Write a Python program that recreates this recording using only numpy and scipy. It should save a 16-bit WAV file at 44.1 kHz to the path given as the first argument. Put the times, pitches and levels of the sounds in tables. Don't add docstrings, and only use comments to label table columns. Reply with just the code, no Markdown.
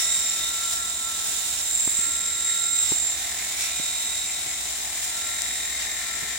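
import sys
import numpy as np
from scipy import signal
from scipy.fft import rfft, irfft
from scipy.io import wavfile
from scipy.ndimage import uniform_filter1d

SR = 44100
rng = np.random.default_rng(int(sys.argv[2]) if len(sys.argv) > 2 else 0)


def dump_mix(stems):
    frames = np.atleast_2d(stems).T
    limited = np.clip(frames, -1, 1)
    pcm = np.round(limited * 32767).astype(np.int16)
    wavfile.write(sys.argv[1], SR, pcm)


N = 281358
TIME = np.arange(N) / SR
BINS = np.fft.rfftfreq(N, 1 / SR)

GEAR_RATIO = 32.862 / 9
PINION_TEETH, SLOTS, WHEEL_TEETH = 9, 90, 48
USUAL_SPEED = 150


def amp(db):
    return 10 ** (np.asarray(db) / 20)


def unit(x):
    return x / np.sqrt(np.mean(x ** 2) + 1e-20)


def noise(channels=2):
    return rng.standard_normal((channels, N))


def curve(rows):
    s, *columns = np.transpose(rows)
    return np.squeeze([np.interp(TIME, s, c) for c in columns])


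def across(points):
    hz, value = np.transpose(points)
    return np.interp(np.log(BINS + 1), np.log(hz), value)


def shaped(x, response):
    return unit(irfft(rfft(x) * response, N))


def resonance(hz, width):
    return 1j * BINS * width / (hz ** 2 - BINS ** 2 + 1j * BINS * width)


def moving_mode(x, hz, width):
    turn = np.exp(2j * np.pi * np.cumsum(hz) / SR)
    r = np.exp(-np.pi * width / SR)
    smooth = signal.lfilter([1 - r], [1, -r], x / turn)
    return 2 * (turn * smooth).real


def wander(hz):
    return shaped(rng.standard_normal(N), 1 / (1 + (BINS / hz) ** 2))


def swell(s, half_length):
    return np.exp(-((TIME - s) / half_length) ** 2)


def held(start, length, edge):
    return np.clip(.5 + np.minimum(TIME - start, start + length - TIME) / edge, 0, 1)


# frequency in Hz, coherence from 0 (unrelated) to 1 (the same).
LIKENESS = [(50, 1), (150, 0.95), (350, 0.92), (700, 0.49), (1200, 0.07), (2500, 0.021), (5000, 0.019),
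            (12000, 0.022)]


def pair(x):
    a, b = rfft(x)
    angle = np.arcsin(np.clip(across(LIKENESS), 0, 1)) / 2
    left = a * np.cos(angle) + b * np.sin(angle)
    right = b * np.cos(angle) + a * np.sin(angle)
    return irfft(np.array([left, right]), N)


def each_turn(turns, count):
    waves = [np.sin(2 * np.pi * (k * turns + rng.random())) / np.sqrt(k) for k in range(1, count + 1)]
    return unit(sum(waves))


def tooth_tone(turns, teeth, wobble, jitter):
    phase = 2 * np.pi * teeth * turns + wobble * each_turn(turns, count=3) + jitter * wander(26)
    shift = np.outer([1, -1], .55 + .15 * wander(2))
    return np.sqrt(2) * np.sin(phase + shift)


# time in seconds, level in dB.
WHINE = [(0, -46), (.33, -48.5), (.57, -41), (.84, -39.5), (.95, -51.5), (1.08, -40), (1.27, -46.5),
         (1.87, -58), (2.05, -44.5), (2.82, -45), (2.92, -55.5), (3.8, -51.5), (5.05, -58), (5.17, -45),
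         (5.55, -54), (5.95, -54), (6.08, -46.5), (6.38, -52.5)]
# multiple of the shaft rate, level in dB before random changes.
MOTOR_ORDERS = [(3, -67), (5, -64.5), (6, -63), (7, -61.5), (8, -65), (13, -61), (14, -58), (15, -60),
                (16, -57)]


def motor(shaft):
    whine_tone = tooth_tone(shaft, PINION_TEETH, wobble=.05, jitter=.12)
    out = amp(curve(WHINE) + 1.2 * wander(6)) * whine_tone
    for order, db in MOTOR_ORDERS:
        out = out + amp(db + 3 * wander(2)) * tooth_tone(shaft, round(order), wobble=.05, jitter=.3)
    return out


# time in seconds, base level of the blades in dB at the usual speed, rattle in dB,
# knock strength, factor on the housing's pitch as the grip changes.
GRIP = [(0, -36, -41.5, .5, 1.01), (.5, -40, -46.5, .28, 1.02), (.95, -41.5, -65, .2, 0.79),
        (1.3, -41.5, -61, .17, 0.95), (2.0, -46.5, -43.5, .4, 0.983), (2.55, -41, -47, 0.69, .97),
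        (2.85, -40.5, -47, .7, 1.04), (3.3, -44, -41, 1.2, 0.95), (3.75, -39.5, -42.5, 0.43, 1.14),
        (4.3, -40.5, -45.5, 0.53, 1.066), (4.95, -46.5, -44, 0.76, 0.96), (5.55, -42, -38, 1.6, 0.98),
        (6.38, -45, -37.5, 1.2, 0.96)]
# time in seconds, half length in seconds, rise of the rattle in dB, rise of the blades in dB.
CATCHES = [(0.447, 0.05, -2, 6.5), (.79, 0.027, 15, -3), (2.504, 0.033, 8.5, 3.5), (3.42, 0.043, 4.5, -4),
           (3.664, 0.06, 6.5, -0.5), (4.296, .025, 8, -11), (4.493, 0.061, 5.5, -5)]
BLADES_DB_PER_TURN = 0.97


def tilting():
    mean_swing, tilt_share, tilt_hz = .75, .45, 2.5
    return mean_swing * (1 + tilt_share * wander(tilt_hz))


def blades(turns, contact, speed):
    press = 1 + .22 * np.cos(2 * np.pi * turns) + .17 * contact
    sweep = unit(tooth_tone(turns, SLOTS, wobble=tilting(), jitter=.2) * press)
    chatter = shaped(noise() * press, resonance(3720, 260) ** 2)
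    mesh = tooth_tone(turns, 2 * WHEEL_TEETH, wobble=tilting(), jitter=.3)
    low_mesh = tooth_tone(turns, WHEEL_TEETH, wobble=.7, jitter=.25)
    mix = amp(2.0) * sweep + amp(-10) * chatter + amp(-6.5) * mesh + amp(-11) * low_mesh
    speed_db = BLADES_DB_PER_TURN * (speed - USUAL_SPEED)
    catch_db = sum(rise * swell(s, half) for s, half, _, rise in CATCHES)
    return amp(curve(GRIP)[0] + speed_db + catch_db) * mix


# start in seconds, length in seconds, rise in dB, added share of clean tone (0-1).
SQUEALS = [(0.01, 0.33, 5, 0.4), (1.712, 0.39, 6.5, 0.26), (2.114, 0.42, 2.5, .25), (2.476, .28, 4.5, 0.56),
           (2.75, 0.38, 7.5, 0.6)]
SQUEAL_EDGE_S = 0.077
RING_DB = -31
RING_DB_PER_TURN = 1
RING_FADE_DB_PER_S = 0.48
RING_PULSE_DB = 1
TONE_SHARE = .06


def heads(turns, contact, speed):
    pulse_db = RING_PULSE_DB * np.cos(2 * np.pi * turns)
    bursts = unit(amp(pulse_db + 1.0 * contact + 1.04 * wander(78)))
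    modes = resonance(7420, 390) ** 2 + amp(-9) * resonance(8000, 450) ** 2
    scrape = shaped(pair(noise()), modes)
    shift_hz = (speed - speed.mean()) * 2 * SLOTS / GEAR_RATIO
    drift = np.exp(2j * np.pi * np.cumsum(shift_hz) / SR)
    scrape = (signal.hilbert(scrape) * drift).real
    tone = tooth_tone(turns, 2 * SLOTS, wobble=tilting(), jitter=.3)

    squeal_db, clean = 0, TONE_SHARE
    for start, length, rise_db, share in SQUEALS:
        squealing = held(start, length, SQUEAL_EDGE_S)
        squeal_db = squeal_db + rise_db * squealing
        clean = clean + share * squealing
    clean = np.clip(clean, 0, 1)
    speed_db = RING_DB_PER_TURN * (speed - USUAL_SPEED)
    level = amp(RING_DB + speed_db - RING_FADE_DB_PER_S * TIME + squeal_db) * bursts
    return level * np.sqrt(clean) * tone, level * np.sqrt(1 - clean) * scrape


# pitch in Hz before the grip factor, width in Hz of one pass, relative level in dB.
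HOUSING = [(1960, 220, -2), (2120, 220, 0), (2340, 220, -7)]
# pitch in Hz, width in Hz of one pass, relative level in dB.
HANDLE = [(741, 125, -2.5), (1026, 220, -8.5)]
# time in seconds, base level in dB.
MURMUR = [(0, -57.5), (1.5, -52.5), (2.6, -66), (3.1, -47), (4.2, -53.5), (4.9, -47), (5.5, -50.5),
          (6.38, -50.5)]


def rattle(turns):
    _, rattle_db, looseness, grip = curve(GRIP)
    catch_db = sum(rise * swell(s, half) for s, half, rise, _ in CATCHES)
    angle = turns % 1
    knocks = .33 + looseness * np.exp(-angle / .07)
    track = np.linspace(0, 1, 1024)
    repeating = unit(np.interp(angle, track, rng.standard_normal(len(track))))
    bearing = repeating + .95 * pair(noise())
    drive = bearing * knocks
    drive /= np.sqrt(uniform_filter1d((drive ** 2).mean(0), size=SR // 4))
    shell = 0
    for hz, width, db in HOUSING:
        once = moving_mode(drive, hz * grip, width)
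        shell = shell + amp(db) * unit(moving_mode(once, hz * grip, width))
    murmur = sum(amp(db) * shaped(bearing, resonance(hz, width) ** 2) for hz, width, db in HANDLE)
    return amp(rattle_db + catch_db) * unit(shell) + amp(curve(MURMUR)) * murmur


# time in seconds, body in dB, fizz in dB (both base levels).
RUB = [(0, -32, -32), (.6, -30.5, -32), (.95, -34, -33.5), (1.35, -30.5, -30), (1.88, -33, -29),
       (2.27, -32.5, -34), (2.95, -33.5, -31), (3.25, -31.5, -33.5), (3.8, -31.3, -32.7),
       (4.4, -32.5, -35.5), (5.0, -31.5, -33.3), (5.7, -32.5, -34.5), (6.38, -32, -38)]
# frequency in Hz, relative level in dB.
RUB_BODY = [(450, -66), (530, -21.5), (620, -8.5), (800, -9), (1150, -10), (1600, -1.5), (2500, -2),
            (3100, -0.5), (4000, 4.5), (4500, -1), (5600, 2.5), (6700, 3), (8000, 2.5), (12000, -10)]
# frequency in Hz, relative level in dB.
RUB_FIZZ = [(4000, -25), (6500, -4.5), (7200, 5.5), (7800, 0), (8200, 0.5), (9000, -2), (10000, -6),
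            (11200, -8.5), (12200, -17.5), (14000, -14), (14900, -6), (16000, -6)]
# time in seconds, half length in seconds,
# rise of the body in dB, rise of the fizz in dB, lisp (a narrow hiss) in dB.
STROKES = [(.01, 0.044, 5.5, 4.5, -31), (.22, 0.25, .5, 1.5, -38), (0.743, 0.052, 1.5, 4, -42),
           (1.29, 0.041, 1.5, 4, -52), (1.5, .04, 1.5, 0.5, -54), (1.592, .025, 2, 0, -37),
           (2.888, 0.073, 3.5, 1.5, -46), (3.635, 0.049, 4, 2.5, -38), (4.02, 0.017, 1.5, 4.5, -52),
           (5.04, 0.017, 1.5, 6, -52), (5.82, 0.043, 3.5, -8, -55)]


def stubble(contact):
    body_db, fizz_db = curve(RUB)
    lisp_gain = np.zeros(N)
    for s, half, body_rise, fizz_rise, lisp_db in STROKES:
        stroke = swell(s, half)
        body_db = body_db + body_rise * stroke
        fizz_db = fizz_db + fizz_rise * stroke
        lisp_gain += amp(lisp_db) * stroke
    snap_now = rng.random(N) < 700 / SR
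    snap_size = amp(4 * np.minimum(rng.exponential(1, N), 3))
    snaps = snap_now * snap_size * rng.choice([-1, 1], (2, N))
    flutter = amp(.5 * contact + .5 * wander(19))
    friction = pair(noise() + 0.33 * unit(snaps)) * flutter
    body = amp(body_db) * shaped(friction, amp(across(RUB_BODY)))
    fizz = amp(fizz_db) * shaped(friction, 1j * amp(across(RUB_FIZZ)))
    lisp = lisp_gain * shaped(pair(noise()), resonance(5540, 290) ** 2)
    return body + fizz + lisp


def bathroom(x, wet_db, t60):
    t = TIME[:SR // 2]
    hits = rng.standard_normal((2, len(t))) * (rng.random((2, len(t))) < 1 / 20)
    taps = hits * amp(-60 * t / t60) * (t > .003)
    taps /= np.linalg.norm(taps, axis=1, keepdims=True)
    reflections = signal.fftconvolve(x, taps, axes=1)[:, :N]
    return (x + amp(wet_db) * reflections) / np.sqrt(1 + amp(wet_db) ** 2 / 2)


# frequency in Hz, relative level in dB.
ROOM_TONE = [(20, -26), (40, -13), (55, -3.5), (75, 5.5), (110, -4), (200, -1), (400, -2), (450, -4.5),
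             (510, -31), (600, 0), (2000, -22), (16000, -54)]


def background():
    hum = np.sqrt(2) * np.sin(2 * np.pi * 60 * TIME + np.array([[0], [.5]]))
    murmur = shaped(pair(noise()), amp(across(ROOM_TONE)))
    left_right = amp([[-1.5], [1]])
    return amp(-56.5) * hum * amp(2.7 * wander(8)) + amp(-51.5) * murmur * left_right


def thump(s, decay):
    age = np.maximum(TIME - s, 0)
    return age / decay * np.exp(1 - age / decay)


# start in seconds, level in dB before left and right are set, pitch in Hz, decay in seconds.
BUMPS = [(1.873, -34, 138, 0.002), (1.875, -26, 305, 0.0014), (1.99, -32, 224, 0.00083),
         (2.055, -47.5, 282, 0.023), (2.916, -31.5, 171, 0.0028), (2.919, -28.5, 340, 0.0024),
         (3.797, -31, 190, 0.0016), (4.456, -47, 134, 0.0096), (6.225, -40.5, 162, 0.006)]


def bumps():
    out = np.zeros((2, N))
    for s, db, hz, decay in BUMPS:
        age = np.maximum(TIME - s, 0)
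        swing = np.sin(2 * np.pi * hz * age + .5 * wander(150) + np.array([[1.2], [0]]))
        tap = shaped(rng.standard_normal(N), resonance(2.5 * hz, 3 * hz) ** 2)
        out += amp(db) * thump(s, decay) * (swing + 0.33 * tap)
    return out * amp([[-5], [5]])


def tick(start, db, hz, decay):
    age = np.maximum(TIME - start, 0)
    return amp(db) * np.sin(2 * np.pi * hz * age) * thump(start, decay) * amp([[0], [-20]])


# time in seconds, shaft turns per second before a tiny random drift.
SPEED = [(0, 148), (.12, 151.3), (.38, 149.2), (.55, 150.4), (.8, 150.8), (1.25, 148.4), (1.7, 151.5),
         (2.75, 152.5), (3.1, 149.8), (3.62, 147), (3.8, 151.6), (4.2, 152.3), (4.7, 148.9), (4.95, 148.5),
         (5.25, 152), (6.1, 150.4), (6.38, 149.1)]
# time in seconds, left minus right in dB.
PAN = [(0, -2), (.5, -1), (2.0, -3.5), (2.3, -1.5), (2.65, -4), (3.3, -.7), (3.9, -1.7), (4.4, .5),
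       (5.4, 0.3), (6.38, 2.5)]


def scene():
    speed = curve(SPEED)
    shaft = np.cumsum(speed * (1 + .0003 * wander(8))) / SR
    turns = shaft / GEAR_RATIO
    contact = each_turn(turns, count=6)
    whine = motor(shaft)
    sweep = blades(turns, contact, speed)
    squeal, scrape = heads(turns, contact, speed)
    buzz = bathroom(sweep + squeal + rattle(turns), wet_db=-10, t60=.25)
    left_right = amp(np.outer([1, -1], curve(PAN)) / 2)
    shaver = (whine + buzz + scrape + stubble(contact)) * left_right
    return shaver + background() + bumps() + tick(start=5.42022, db=-.6, hz=7400, decay=.000065)


def record(dry):
    low_pass = signal.firwin(511, 15950, window=("kaiser", 9), fs=SR)
    return signal.oaconvolve(dry, low_pass[None], "same")


dry = scene()
out = record(dry)
dump_mix(out)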